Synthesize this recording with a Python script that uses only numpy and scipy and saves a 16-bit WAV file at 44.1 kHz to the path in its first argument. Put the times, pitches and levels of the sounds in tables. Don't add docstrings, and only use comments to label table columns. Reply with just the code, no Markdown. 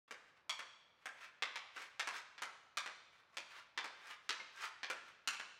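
import sys
import numpy as np
from scipy import signal
from scipy.fft import rfft, irfft, next_fast_len
from scipy.io import wavfile
from scipy.ndimage import map_coordinates

SR = 44100
rng = np.random.default_rng(int(sys.argv[2]) if len(sys.argv) > 2 else 0)


def int16_out(signal):
    q = np.round(np.clip(np.atleast_2d(signal).T, -1, 1) * 32767)
    wavfile.write(sys.argv[1], SR, q.astype(np.int16))


N = 246519


# t/s, level/dB, thud/dB, bright/dB, sizzle/dB, resonance f/Hz, boost/dB, rebound gap/ms
PUCK_STRIKES = [ (.495, -41.5, 1.5, 5, 5, 3350, 7.5, 0.88), (1.4233, -39.5, 0, 2, -7.5, 3500, 6, 0.6),
                (1.558, -47, -7, 1, -4, 2180, 6, 0.59), (1.9957, -41, -1, 3.5, .5, 1840, 8, 0.82),
                (2.38, -56.5, -2, 2, -9, 1140, 1, .76), (2.7719, -41, -1, 3.5, 3, 3500, 4.5, 0.85),
                (3.3703, -46.5, 4.5, 3.5, 1, 3400, 3, 0.89), (3.7763, -42, 2, 2, -8.5, 3520, 3, 1),
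                (4.2922, -40, 0.5, 5.5, -1, 1810, 4.5, .8), (4.832, -45.5, 1, 6.5, -7.5, 1740, 5.5, .55),
                (5.275, -39, 1, 6, 8.5, 2560, 6.5, 0.71), (5.334, -52.5, -1, 2, 1.5, 2500, 6, 0.87), ]

def strikes():
    track = np.zeros(N)
    for onset_s, db, thud_db, bright_db, sizzle_db, pitch_hz, boost_db, gap_ms in PUCK_STRIKES:
        contact = resonant(blade(ring_db=-1.5), pitch_hz, boost_db)
        contact = chatter(contact, gap_ms, rebound=np.clip(0.28 + 0.06 * sizzle_db, 0, 1))
        add(track, onset_s, knock(contact, db, thud_db, bright_db, sizzle_db, wall_db=-1.5))
    return track


# t/s, level/dB, thud/dB, ring/dB, sizzle/dB, resonance f/Hz, boost/dB
FLOOR_SLAPS = [ (0.1097, -51.5, 5.5, -1, -.5, 1320, 1.5), (0.5928, -50, 1.5, -4, -2, 1710, 1),
               (1.0575, -48, 3, 1.5, 2, 1570, 8.5), (1.763, -51.5, 6, 8.5, -4, 1500, 1.5),
               (2.074, -43.5, 2.5, -4, -.5, 976, 6), (2.421, -45, 4, -2, 2.5, 1340, 6.5),
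               (2.8615, -49, 2.5, -6, -4.5, 1100, -1), (3.844, -48.7, 5, -6.5, -1.5, 990, -4),
               (4.398, -52, 6, 10.5, -13, 2170, 7), (4.901, -43, 5, -1.5, .5, 1350, 9),
               (5.3985, -49.5, 5, -11, -7, 1540, 2.5), ]

def slaps():
    track = np.zeros(N)
    for onset_s, db, thud_db, ring_db, sizzle_db, pitch_hz, boost_db in FLOOR_SLAPS:
        contact = resonant(blade(ring_db), pitch_hz, boost_db)
        contact = chatter(contact, gap_ms=1, rebound=0.054)
        slap = knock(contact, db, thud_db, bright_db=-3.5, sizzle_db=sizzle_db, wall_db=-2.5)
        add(track, onset_s, slap)
    return track


# f/Hz, level/dB, t60/s
BLADE_MODES = [(256, -17.5, .06), (520, -4.5, 0.086), (888, -8.5, 0.17), (1140, -8.5, 0.065),
               (1340, -3, 0.028), (1607, -5.5, 0.051), (2080, 2.5, 0.046), (2340, -1, 0.039),
               (2567, 2, 0.024), (3450, -20, .03), (3516, -2.5, 0.046), (4240, 2.5, 0.024),
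               (4855, -13, .03), (5570, -13, .025), (7200, -13, .025), (7640, -1, 0.015)]

def blade(ring_db, rattle_t60_s=0.016, modes_db=-14):
    t = np.arange(SR // 8) / SR
    ring = amp(ring_db)
    rattle = rng.standard_normal(len(t)) * 1000 ** (-t / rattle_t60_s)
    push = ring * rattle / np.linalg.norm(rattle)
    push[0] += 1
    flat_spectrum = np.exp(1j * np.angle(rfft(push)))
    push = irfft(flat_spectrum, len(t)) * (t < 0.06)
    hz, db, t60_s = np.transpose(BLADE_MODES)[:, :, None]
    strength = amp(db + rng.standard_normal(hz.shape))
    hz = hz * (1 + 0.008 * rng.standard_normal(hz.shape))
    phase = rng.uniform(0, 2 * np.pi, hz.shape)
    modes = np.sum(strength * np.sin(2 * np.pi * hz * t + phase) * 1000 ** (-t / t60_s), axis=0)
    ring_share = ring / np.hypot(1, ring)
    return push + ring_share * amp(modes_db) * modes / np.linalg.norm(modes)


def resonant(x, pitch_hz, boost_db, q=9):
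    b, a = signal.iirpeak(pitch_hz, q, fs=SR)
    return x + (amp(boost_db) - 1) * signal.lfilter(b, a, x)


def chatter(contact, gap_ms, rebound):
    touches = contact.copy()
    thin = coloured(contact, [(1100, -5.5), (2400, 0.5), (3300, -4)])
    for k in (1, 2):
        add(touches, k * gap_ms / 1000, rebound ** k * thin)
    return touches


# f/Hz, level/dB
KNOCK_SPECTRUM = [(40, -39), (110, -34), (180, -18.5), (260, -12.5), (380, -10), (520, -5.5), (750, -1.5),
                  (1100, 2.5), (1700, 3.5), (2500, 1), (4000, -4.5), (6000, -7), (8000, -12.5),
                  (11000, -20), (15500, -31.5)]

def knock(contact, db, thud_db, bright_db, sizzle_db, wall_db):
    near_ms, wall_ms = np.array([4, 13.3]) * (1 + 0.14 * rng.uniform(-1, 1, 2))
    hardness = [(400, thud_db), (1000, 0), (2000, 0.015), (4200, bright_db), (9500, sizzle_db)]
    clack = coloured(coloured(contact, KNOCK_SPECTRUM), hardness)
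    sound = signal.fftconvolve(clack, room(near_ms, wall_ms, wall_db))
    return amp(db) * sound / rms(sound[:SR // 20])


# f/Hz, level/dB
RUB_SPECTRUM = [(120, -77.5), (200, -64), (248, -24), (494, -15.5), (748, -14.5), (1040, -4.5),
                (1130, -3.5), (1290, -4), (1810, -4.5), (2420, -6.5), (5070, -18.5), (7020, -24.5),
                (15000, -39.5)]
# f/Hz, level/dB
GRIT_SPECTRUM = [(2500, -32), (5000, 13.5), (8000, 5), (12000, -6.5), (15500, -10)]
# peak t/s, rub level/dB, grit re rub/dB, rise/s, fall/s, resonance f/Hz, boost/dB
FLOOR_SLIDES = [ (0.084, -68, -32, 0.049, 0.06, 1310, 9), (.29, -69.5, -22, 0.17, 0.044, 1150, 7),
                (.372, -68.5, -31, .03, 0.037, 1340, 5), (1.03, -70.5, -24, 0.1, .1, 1600, 5),
                (1.245, -52, -18, 0.12, 0.04, 1750, 5), (1.77, -55, -16, 0.046, 0.23, 1250, 0),
                (1.825, -53, -6, 0.053, 0.035, 1250, -2), (2.163, -43.5, -26, 0.058, 0.023, 1520, 12),
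                (2.187, -54.5, -2.5, .1, 0.023, 1444, 0), (3.135, -69.5, -20, 0.036, 0.11, 1480, -5),
                (3.2, -69, -28, 0.087, 0.037, 1480, 2), (3.35, -69, -12, 0.12, 0.058, 1156, 7),
                (3.515, -63.5, -12, .04, .07, 1156, 6), (3.59, -51.5, -22, 0.13, 0.034, 1140, 7),
                (4.115, -49.5, -12, 0.14, 0.039, 1190, 4), (4.27, -73, -8, 0.14, 0.035, 1190, 0),
                (4.646, -42, -10, 0.11, 0.039, 1340, 7.5), (5.09, -56.5, -21, 0.069, 0.033, 1400, 9), ]

def slides(swell_db=23, grit_exponent=1.3):
    track, t = np.zeros(N), np.arange(N) / SR
    rub = friction(RUB_SPECTRUM, bumps_db=3, grain_db=18)
    grit = friction(GRIT_SPECTRUM, bumps_db=13, grain_db=22)
    for peak_s, db, grit_db, rise_s, fall_s, pitch_hz, boost_db in FLOOR_SLIDES:
        span = np.flatnonzero((t > peak_s - 2 * rise_s) & (t < peak_s + 2 * fall_s))
        from_peak_s = t[span] - peak_s
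        speed_db = -swell_db * np.maximum(-from_peak_s / rise_s, from_peak_s / fall_s)
        hollow = sagging_resonance(rub[span], from_peak_s, pitch_hz, boost_db)
        hollow = amp(db + speed_db) * hollow / rms(hollow)
        hiss = amp(db + grit_db + grit_exponent * speed_db) * grit[span]
        response = room(near_ms=4.5, wall_ms=14, wall_db=-26.5, near_db=-8, corner_db=-7.5, hall_db=-9)
        add(track, t[span[0]], signal.fftconvolve(hollow + hiss, response / np.linalg.norm(response)))
    return track


def friction(spectrum, bumps_db, grain_db, bump_samples=150):
    heights = rng.uniform(-1, 1, N // bump_samples + 4)
    bumps = map_coordinates(heights, [np.arange(N) / bump_samples])
    grains = rng.uniform(-1, 1, N)
    catches = rng.standard_normal(N) * amp(bumps_db * bumps + grain_db * grains)
    sound = coloured(catches, spectrum)
    return sound / rms(sound)


def sagging_resonance(rub, from_peak_s, pitch_hz, boost_db, step_ratio=1.2, step_s=0.026):
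    step = np.clip(1.5 + from_peak_s / step_s, 0, 2)
    sound = np.zeros(len(rub))
    for k in range(3):
        weight = np.maximum(1 - abs(step - k), 0)
        sound += weight * resonant(rub, pitch_hz * step_ratio ** (1 - k), boost_db, q=15)
    return sound


# f/Hz, t60/s
CORNER_DECAY = [(150, 0.23), (1000, 0.45), (5000, 0.25), (14000, 0.058)]
# f/Hz, t60/s
HALL_DECAY = [(150, 0.76), (500, 0.94), (1500, 0.95), (3500, 1.11), (7000, 0.77), (10000, 0.56),
              (15000, 0.25)]

def room(near_ms, wall_ms, wall_db, near_db=-2, corner_db=2, hall_db=-3.5):
    echoes = np.zeros(SR)
    for ms, db in [(near_ms, near_db), (wall_ms, wall_db), (wall_ms + 8, -10), (wall_ms + 21, -10)]:
        echoes[round(ms * SR / 1000)] += amp(db)
    early = coloured(echoes, [(200, -11), (2000, 2.5), (7000, 0.5), (15000, -5)])
    early[0] += 1
    corner = amp(corner_db) * tail(CORNER_DECAY, rise_s=0.00091, sparse_db=6.1)
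    hall = amp(hall_db) * tail(HALL_DECAY, rise_s=0.012, sparse_db=1.3)
    long_path_loss = [(200, -0.5), (3000, 0), (8000, -1.5), (15000, -6)]
    return early + coloured(corner + hall, long_path_loss)


def tail(decay, rise_s, sparse_db):
    hz, frame_s, noise = signal.stft(rng.standard_normal(SR), SR, nperseg=256)
    t60_s = along(decay, hz)[:, None]
    wash = signal.istft(noise * 1000 ** (-frame_s / t60_s), SR, nperseg=256)[1][:SR]
    t = np.arange(SR) / SR
    scatter_db = sparse_db * np.exp(-t / 0.064) * np.clip(rng.standard_normal(SR), -2, 2)
    wash *= amp(scatter_db) * (1 - np.exp(-t / rise_s))
    return wash / np.linalg.norm(wash)


# f/Hz, level/dB
FAN_SPECTRUM = [(20, -10), (50, 0.5), (130, 7), (300, 1.5), (600, 7), (1300, 7.5), (3000, -9.5),
                (6000, -30), (10000, -25), (15500, -29)]

def ventilation(level_db=-77):
    air = coloured(rng.standard_normal(N), FAN_SPECTRUM)
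    return amp(level_db) * air / rms(air)


def amp(db):
    return 10 ** (np.asarray(db) / 20)


def rms(x):
    return np.sqrt(np.mean(x ** 2) + 1e-20)


def along(points, hz):
    point_hz, values = np.transpose(points)
    return np.interp(np.log(hz + 1), np.log(point_hz + 1), values)


def coloured(x, spectrum):
    size = 2 * next_fast_len(len(x) // 2 + 4096)
    gain = amp(along(spectrum, np.fft.rfftfreq(size, 1 / SR)))
    cepstrum = irfft(np.log(gain))
    cepstrum[1:size // 2] *= 2
    cepstrum[size // 2 + 1:] = 0
    return irfft(rfft(x, size) * np.exp(rfft(cepstrum)), size)[:len(x)]


def add(track, onset_s, sound):
    start = max(round(onset_s * SR), 0)
    part = sound[:max(len(track) - start, 0)]
    track[start:start + len(part)] += part


def scene():
    return (strikes() + slaps() + slides() + ventilation())[None]


def record(dry):
    start_s, cutoff_hz = 0.078, 16000
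    gate = np.arange(N) / SR >= start_s
    lowpass = signal.ellip(10, 0.1, 80, cutoff_hz, fs=SR, output="sos")
    return signal.sosfilt(lowpass, dry * gate)


dry = scene()
out = record(dry)
int16_out(out)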